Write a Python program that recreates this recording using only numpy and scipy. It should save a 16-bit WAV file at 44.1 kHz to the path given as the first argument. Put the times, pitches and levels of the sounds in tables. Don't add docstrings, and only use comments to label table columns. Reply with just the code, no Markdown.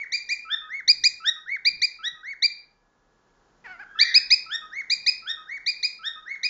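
import sys
import numpy as np
from scipy import signal
from scipy.fft import rfft, irfft
from scipy.io import wavfile
from scipy.ndimage import uniform_filter1d

SR = 44100
rng = np.random.default_rng(int(sys.argv[2]) if len(sys.argv) > 2 else 0)


def unload_wav(signal):
    wavfile.write(
        sys.argv[1],
        SR,
        np.round(np.clip(np.atleast_2d(signal).T, -1, 1) * 32767).astype(np.int16),
    )


N = 286209
TIME = np.arange(N) / SR

# start and length in seconds, top pitch in Hz, level in dB,
# then the second and third harmonics in dB against the first, before the voice shapes them.
CHIRP_NOTES = [(.1185, 0.045, 2404, -24, -3, 2), (.2872, .052, 2429, -23.5, -6.5, 0),
               (.8757, 0.04506, 2448, -20.5, 8.5, 4.5), (1.0357, 0.04214, 2454, -17, 5, 9),
               (1.6477, 0.04654, 2408, -18.5, 1, -8), (1.8151, 0.0429, 2431, -21, 2.5, 1),
               (2.4203, 0.0462, 2388, -20, 4, -2), (4.1388, 0.04566, 2528, -17, 8, 4.5),
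               (4.3019, .046, 2520, -17.5, 5.5, 3), (4.8969, 0.04534, 2436, -22, 4, 2.5),
               (5.0611, 0.03983, 2516, -19.5, 3.5, 4), (5.6601, 0.0475, 2440, -23.5, 2.5, -2.5),
               (5.8261, 0.03943, 2466, -23, 3.5, 3), (6.4293, 0.0435, 2485, -22.5, -0.5, -1.5)]
SLUR_NOTES = [(.448, .103, 1807, -28, 3, -12.5), (1.2, 0.1021, 1881, -26, 4, -0.5),
              (1.9859, 0.1012, 1927, -29, 3, -5), (3.95, .087, 2379, -16, 2.5, -5),
              (4.4557, .108, 1846, -28.5, 1.5, -2), (5.2187, 0.1019, 1860, -31, 1.5, -3.5),
              (5.9873, 0.1006, 1840, -32.5, 2.5, -3.5)]
# start in seconds, length in seconds, level in dB.
TOOT_NOTES = [(0.608, 0.0848, -47), (1.359, 0.0512, -49.5), (2.143, 0.081, -54), (4.615, 0.0555, -41.5),
              (5.369, 0.063, -46.5), (6.156, 0.046, -46)]
ARCH_NOTES = [(-.07, 0.1225, 2237, -29.5, -33, -19), (.684, 0.1331, 2224, -27, -35, -23),
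              (1.459, 0.1178, 2237, -24.5, -30.5, -27.5), (2.229, .117, 2226, -29, -26, -21.5),
              (4.711, 0.1169, 2214, -28.5, -26.5, -15.5), (5.468, .121, 2249, -29.5, -27.5, -19),
              (6.253, 0.1147, 2204, -30.5, -27.5, -20)]
# frequency in Hz, boost or cut in dB.
OVERTONE_SHAPE = [(2600, -4), (2950, -4), (3300, 8), (3700, 4), (4950, 2.5), (5500, 0.5), (6300, -9),
                  (6800, -14), (7300, -21.5), (9500, -32.5)]
# time in seconds, pitch in Hz, level in dB.
SQUAWK_PATH = [(3.641, 997.6, -53.5), (3.663, 924.6, -39.5), (3.679, 745.2, -46.5), (3.715, 742.8, -40.5),
               (3.758, 675.5, -48.5), (3.78, 704.7, -57.5), (3.797, 769.7, -39), (3.815, 853, -41),
               (3.838, 675, -44.5)]
# frequency in Hz, boost or cut in dB.
THROAT_SHAPE = [(700, 1), (1500, 8), (2300, 3.5), (3000, -9), (3700, -40.5), (4500, -9), (5100, -13.5),
                (6000, -44.5), (7500, -41)]
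# time in seconds, pitch in Hz, relative level in dB.
FAR_CALL_PATH = [(3.829, 1510, -55.5), (3.954, 1671, -50.5), (4.01, 1779, -33), (4.057, 2032, -31.5),
                 (4.085, 1891, -32), (4.128, 1558, -43)]
# time in seconds, relative distance (more gives more echo).
BIRD_DISTANCE = [(0, 1.86), (.55, 1.424), (.85, 0.693), (2.4, 0.927), (4.2, 0.992), (6.49, 1.81)]
# frequency in Hz, seconds to fade by 60 dB, echo level in dB.
ROOM_RING = [(297.67, .55, -17), (1340, 0.63, -5), (1960, 0.39, -9.5), (2410, .5, -12.5),
             (3580, 0.3688, -9), (4950, 0.3686, -15), (7050, 0.27, -10.5)]
# frequency in Hz, relative strength in dB.
NOISE_COLOUR = [(15, -34), (25, -6.5), (44, 1.5), (60, -18), (149, -8.5), (364, -10), (487, -9), (562, -13),
                (1000, -11), (1550, -16), (1750, -17.5), (2280, -26), (7090, -27.5), (8000, -44),
                (10400, -82.5), (17600, -120)]
# time in seconds, relative level in dB.
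NOISE_LEVELS = [(0, -72), (2.8, -74), (3.5, -68), (4.5, -67), (6.49, -72)]
# frequency in Hz, relative level in dB.
HUM_TONES = [(32.3, -79.5), (150.7, -86.5), (802.1, -82.5), (974.4, -86.5), (1410, -85), (1690, -78)]
# time of the peak in seconds, rough length in seconds, level in dB.
LOW_BUMPS = [(1.005, 0.31, -62.5), (1.742, 0.141, -58), (2.134, 0.0295, -62), (4.175, .024, -47),
             (4.334, .045, -56.5), (5.057, 0.38, -70)]

CHIRP_GLIDE = dict(start_hz=1738, hold=0, crest=.66, rise_bend=1.8, drop=.075, fall_bend=2.916)
SLUR_GLIDE = dict(start_hz=1314, hold=.35, crest=.92, rise_bend=1.8, drop=.087, fall_bend=3.1)
TOOT_GLIDE = dict(start_hz=1327, hold=0, crest=.1, rise_bend=1, drop=.0074, fall_bend=.972)
ARCH_GLIDE = dict(start_hz=1413, hold=.01, crest=.68, rise_bend=2.1, drop=.5, fall_bend=2.8)
CHIRP_VOICE = dict(attack_s=.004653, release_s=.005, swell_db=18.5,
                   jitter=.0034, flutter_db=2.1555, fourth_db=-20.5)
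SLUR_VOICE = dict(attack_s=.0067, release_s=.0044, swell_db=29.5,
                  jitter=.009, flutter_db=3.26, fourth_db=3.5)
TOOT_VOICE = dict(attack_s=.004, release_s=.015, swell_db=25, jitter=.006, flutter_db=2.5, fourth_db=-11)
ARCH_VOICE = dict(attack_s=.0033, release_s=.006, swell_db=26.5, jitter=.005, flutter_db=3, fourth_db=-7)
TOOT_HZ, TOOT_SECOND_DB, TOOT_THIRD_DB = 1266.9, 1, -9.5
PURE_BELOW_HZ, PURE_EDGE_HZ, PURE_CUTS_DB = 1580.3, 95, (-17, -36.5, -36.5)
RASP_AT_ONSET, RASP_DECAY_S, RASP_LEFT = 1, .029, .3
BEAK_OPEN_HZ, BEAK_CLOSED_HZ = 1937, 1520


def whistles(notes, course, attack_s, release_s, swell_db, jitter, flutter_db, fourth_db):
    out = np.zeros(N)
    for start, length, top_hz, db, second_db, third_db in notes:
        now = (TIME >= start) & (TIME < start + length)
        t = TIME[now] - start
        hz = glide(t / length, top_hz, **course)
        phase = membrane_phase(hz, jitter)
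        loudness_db = db + swell_db * np.log2(hz / top_hz)
        purity = 1 / (1 + np.exp((hz - PURE_BELOW_HZ) / PURE_EDGE_HZ))
        overtones = zip([second_db, third_db, third_db + fourth_db], PURE_CUTS_DB)
        harmonics_db = [0]
        for k, (own_db, cut_db) in enumerate(overtones, 2):
            harmonics_db.append(own_db + cut_db * purity + at_hz(OVERTONE_SHAPE, k * hz)[0])
        tone = 0
        for k, harmonic_db in enumerate(harmonics_db, 1):
            wobble_db = flutter_db * drift(200, len(t))
            tone += from_db(loudness_db + harmonic_db + wobble_db) * np.sin(k * phase)
        fade = np.clip(np.minimum(t / attack_s, (length - t) / release_s), 0, 1)
        out[now] += tone * fade
    return out


def glide(progress, top_hz, start_hz, hold, crest, rise_bend, drop, fall_bend):
    to_climb = np.clip((crest - progress) / (crest - hold), 0, 1) ** rise_bend
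    fallen = np.clip((progress - crest) / (1 - crest), 0, 1) ** fall_bend
    return top_hz - (top_hz - start_hz) * to_climb - top_hz * drop * fallen


def membrane_phase(hz, jitter):
    trembling_hz = uniform_filter1d(hz, size=130) * (1 + jitter * drift(600, len(hz)))
    return 2 * np.pi * np.cumsum(trembling_hz) / SR


def squawk(beak_db, beak_width_hz, uneven, jitter, hiss):
    start, end = SQUAWK_PATH[0][0], SQUAWK_PATH[-1][0]
    now = (TIME > start) & (TIME < end)
    hz, db = at_time(SQUAWK_PATH, TIME[now])
    rasp = RASP_LEFT + RASP_AT_ONSET * np.exp(-(TIME[now] - start) / RASP_DECAY_S)
    phase = membrane_phase(hz * (1 + jitter * rasp * drift(2700, len(hz))), jitter=.01)
    k = np.arange(1, 10)[:, None]
    beak_hz = np.linspace(BEAK_OPEN_HZ, BEAK_CLOSED_HZ, len(hz))
    beak_boost_db = beak_db / (1 + ((k * hz - beak_hz) / beak_width_hz) ** 2)
    gains = from_db(at_hz(THROAT_SHAPE, k * hz)[0] + beak_boost_db)
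    buzz = (gains * np.sin(k * phase)).sum(0) / np.sqrt((gains ** 2).sum(0) / 2)
    breath = dull_noise(len(hz), edge_hz=220, order=1)
    roughness = uneven * np.sin(phase / 2) + hiss * breath
    out = np.zeros(N)
    out[now] = from_db(db) * buzz * (1 + rasp * roughness)
    return out


def beak_click(at_s, db, decay_s, dull_hz):
    since = np.maximum(TIME - at_s, 0)
    return from_db(db) * (since > 0) * np.exp(-since / decay_s) * dull_noise(N, dull_hz, order=2)


def far_call(jitter, second_db, third_db, brightening, valve_s):
    hz, db = at_time(FAR_CALL_PATH, TIME)
    phase = membrane_phase(hz, jitter)
    overtones = from_db(second_db) * np.sin(2 * phase) + from_db(third_db) * np.sin(3 * phase)
    tone = np.sin(phase) + from_db(brightening * (db - db.max())) * overtones
    start, end = FAR_CALL_PATH[0][0], FAR_CALL_PATH[-1][0]
    air_valve = np.clip(np.minimum(TIME - start, end - TIME) / valve_s, 0, 1)
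    return from_db(db) * tone * air_valve


def living_room(sound, first_echo_s, build_s):
    t = TIME[:SR]
    hz = np.arange(SR // 2 + 1.)
    noise_spectrum = rfft(rng.standard_normal(SR))
    build_up = np.clip((t - first_echo_s) / build_s, 0, 1)
    edges_hz = np.geomspace(200, 10000, 18)
    echoes = 0
    for low, high in zip(edges_hz, edges_hz[1:]):
        ring_s, db = at_hz(ROOM_RING, np.sqrt(low * high))
        band = irfft(noise_spectrum * ((hz >= low) & (hz < high)), SR)
        tail = unit_power(band * build_up * from_db(-60 * t / ring_s))
        echoes += from_db(db) * tail * np.sqrt(2 * (high - low)) / SR
    return signal.fftconvolve(sound, echoes)[:N]


def room_noise(gain_db):
    colour_db, = at_hz(NOISE_COLOUR, np.arange(N // 2 + 1) * SR / N)
    level_db, = at_time(NOISE_LEVELS, TIME)
    rush = irfft(rfft(rng.standard_normal(N)) * from_db(colour_db), N)
    return from_db(level_db + gain_db) * unit_power(rush)


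def household_hum(gain_db, waver_hz):
    hum = 0
    for hz, db in HUM_TONES:
        phase = 2 * np.pi * np.cumsum(hz + waver_hz * drift(34, N)) / SR
        hum += from_db(db + gain_db) * np.sqrt(2) * np.sin(phase)
    return hum


def low_bumps(dull_hz):
    swells = sum(from_db(db) * np.exp(-(2 * (TIME - peak_s) / length) ** 2)
                 for peak_s, length, db in LOW_BUMPS)
    return swells * dull_noise(N, dull_hz, order=2)


def from_db(db):
    return 10 ** (np.asarray(db) / 20)


def unit_power(x):
    return x / np.sqrt(np.mean(x ** 2) + 1e-20)


def at_time(rows, seconds):
    times, *columns = np.transpose(rows)
    return [np.interp(seconds, times, column) for column in columns]


def at_hz(rows, hz):
    row_hz, *columns = np.transpose(rows)
    return [np.interp(np.log(hz + .00083), np.log(row_hz), column) for column in columns]


def drift(rate_hz, size):
    points = rng.standard_normal(int(size / SR * rate_hz) + 3)
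    return np.interp(np.arange(size) / SR * rate_hz, np.arange(len(points)), points)


def lowpass(x, edge_hz, order):
    return signal.sosfilt(signal.butter(order, edge_hz, fs=SR, output="sos"), x)


def dull_noise(size, edge_hz, order):
    return unit_power(lowpass(rng.standard_normal(size), edge_hz, order))


def scene():
    toots = [(start, length, TOOT_HZ, db, TOOT_SECOND_DB, TOOT_THIRD_DB)
             for start, length, db in TOOT_NOTES]
    near = (whistles(CHIRP_NOTES, CHIRP_GLIDE, **CHIRP_VOICE)
            + whistles(SLUR_NOTES, SLUR_GLIDE, **SLUR_VOICE)
            + whistles(toots, TOOT_GLIDE, **TOOT_VOICE)
            + whistles(ARCH_NOTES, ARCH_GLIDE, **ARCH_VOICE)
            + beak_click(at_s=1.287, db=-36.5, decay_s=.00094, dull_hz=4490)
            + squawk(beak_db=9, beak_width_hz=260, uneven=.9, jitter=.04, hiss=.45))
    far = far_call(jitter=.03, second_db=-7, third_db=-14.5, brightening=.75, valve_s=.00067)
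    distance, = at_time(BIRD_DISTANCE, TIME)
    echoes = living_room(near * distance + from_db(13.5) * far, first_echo_s=.0014, build_s=.012)
    background = room_noise(gain_db=4.5) + household_hum(gain_db=-1, waver_hz=2) + low_bumps(dull_hz=190)
    return (near + from_db(-1) * far + echoes + background)[None]


def record(dry):
    converter_hz, cutoff_hz = 16000, 8750
    dulled = lowpass(dry, edge_hz=7410, order=48)
    mirrored = dulled * (1 + from_db(-15.5) * np.cos(2 * np.pi * converter_hz * TIME))
    steep_cut = signal.ellip(12, .1, 90, cutoff_hz, fs=SR, output="sos")
    return signal.sosfilt(steep_cut, mirrored)


dry = scene()
out = record(dry)
unload_wav(out)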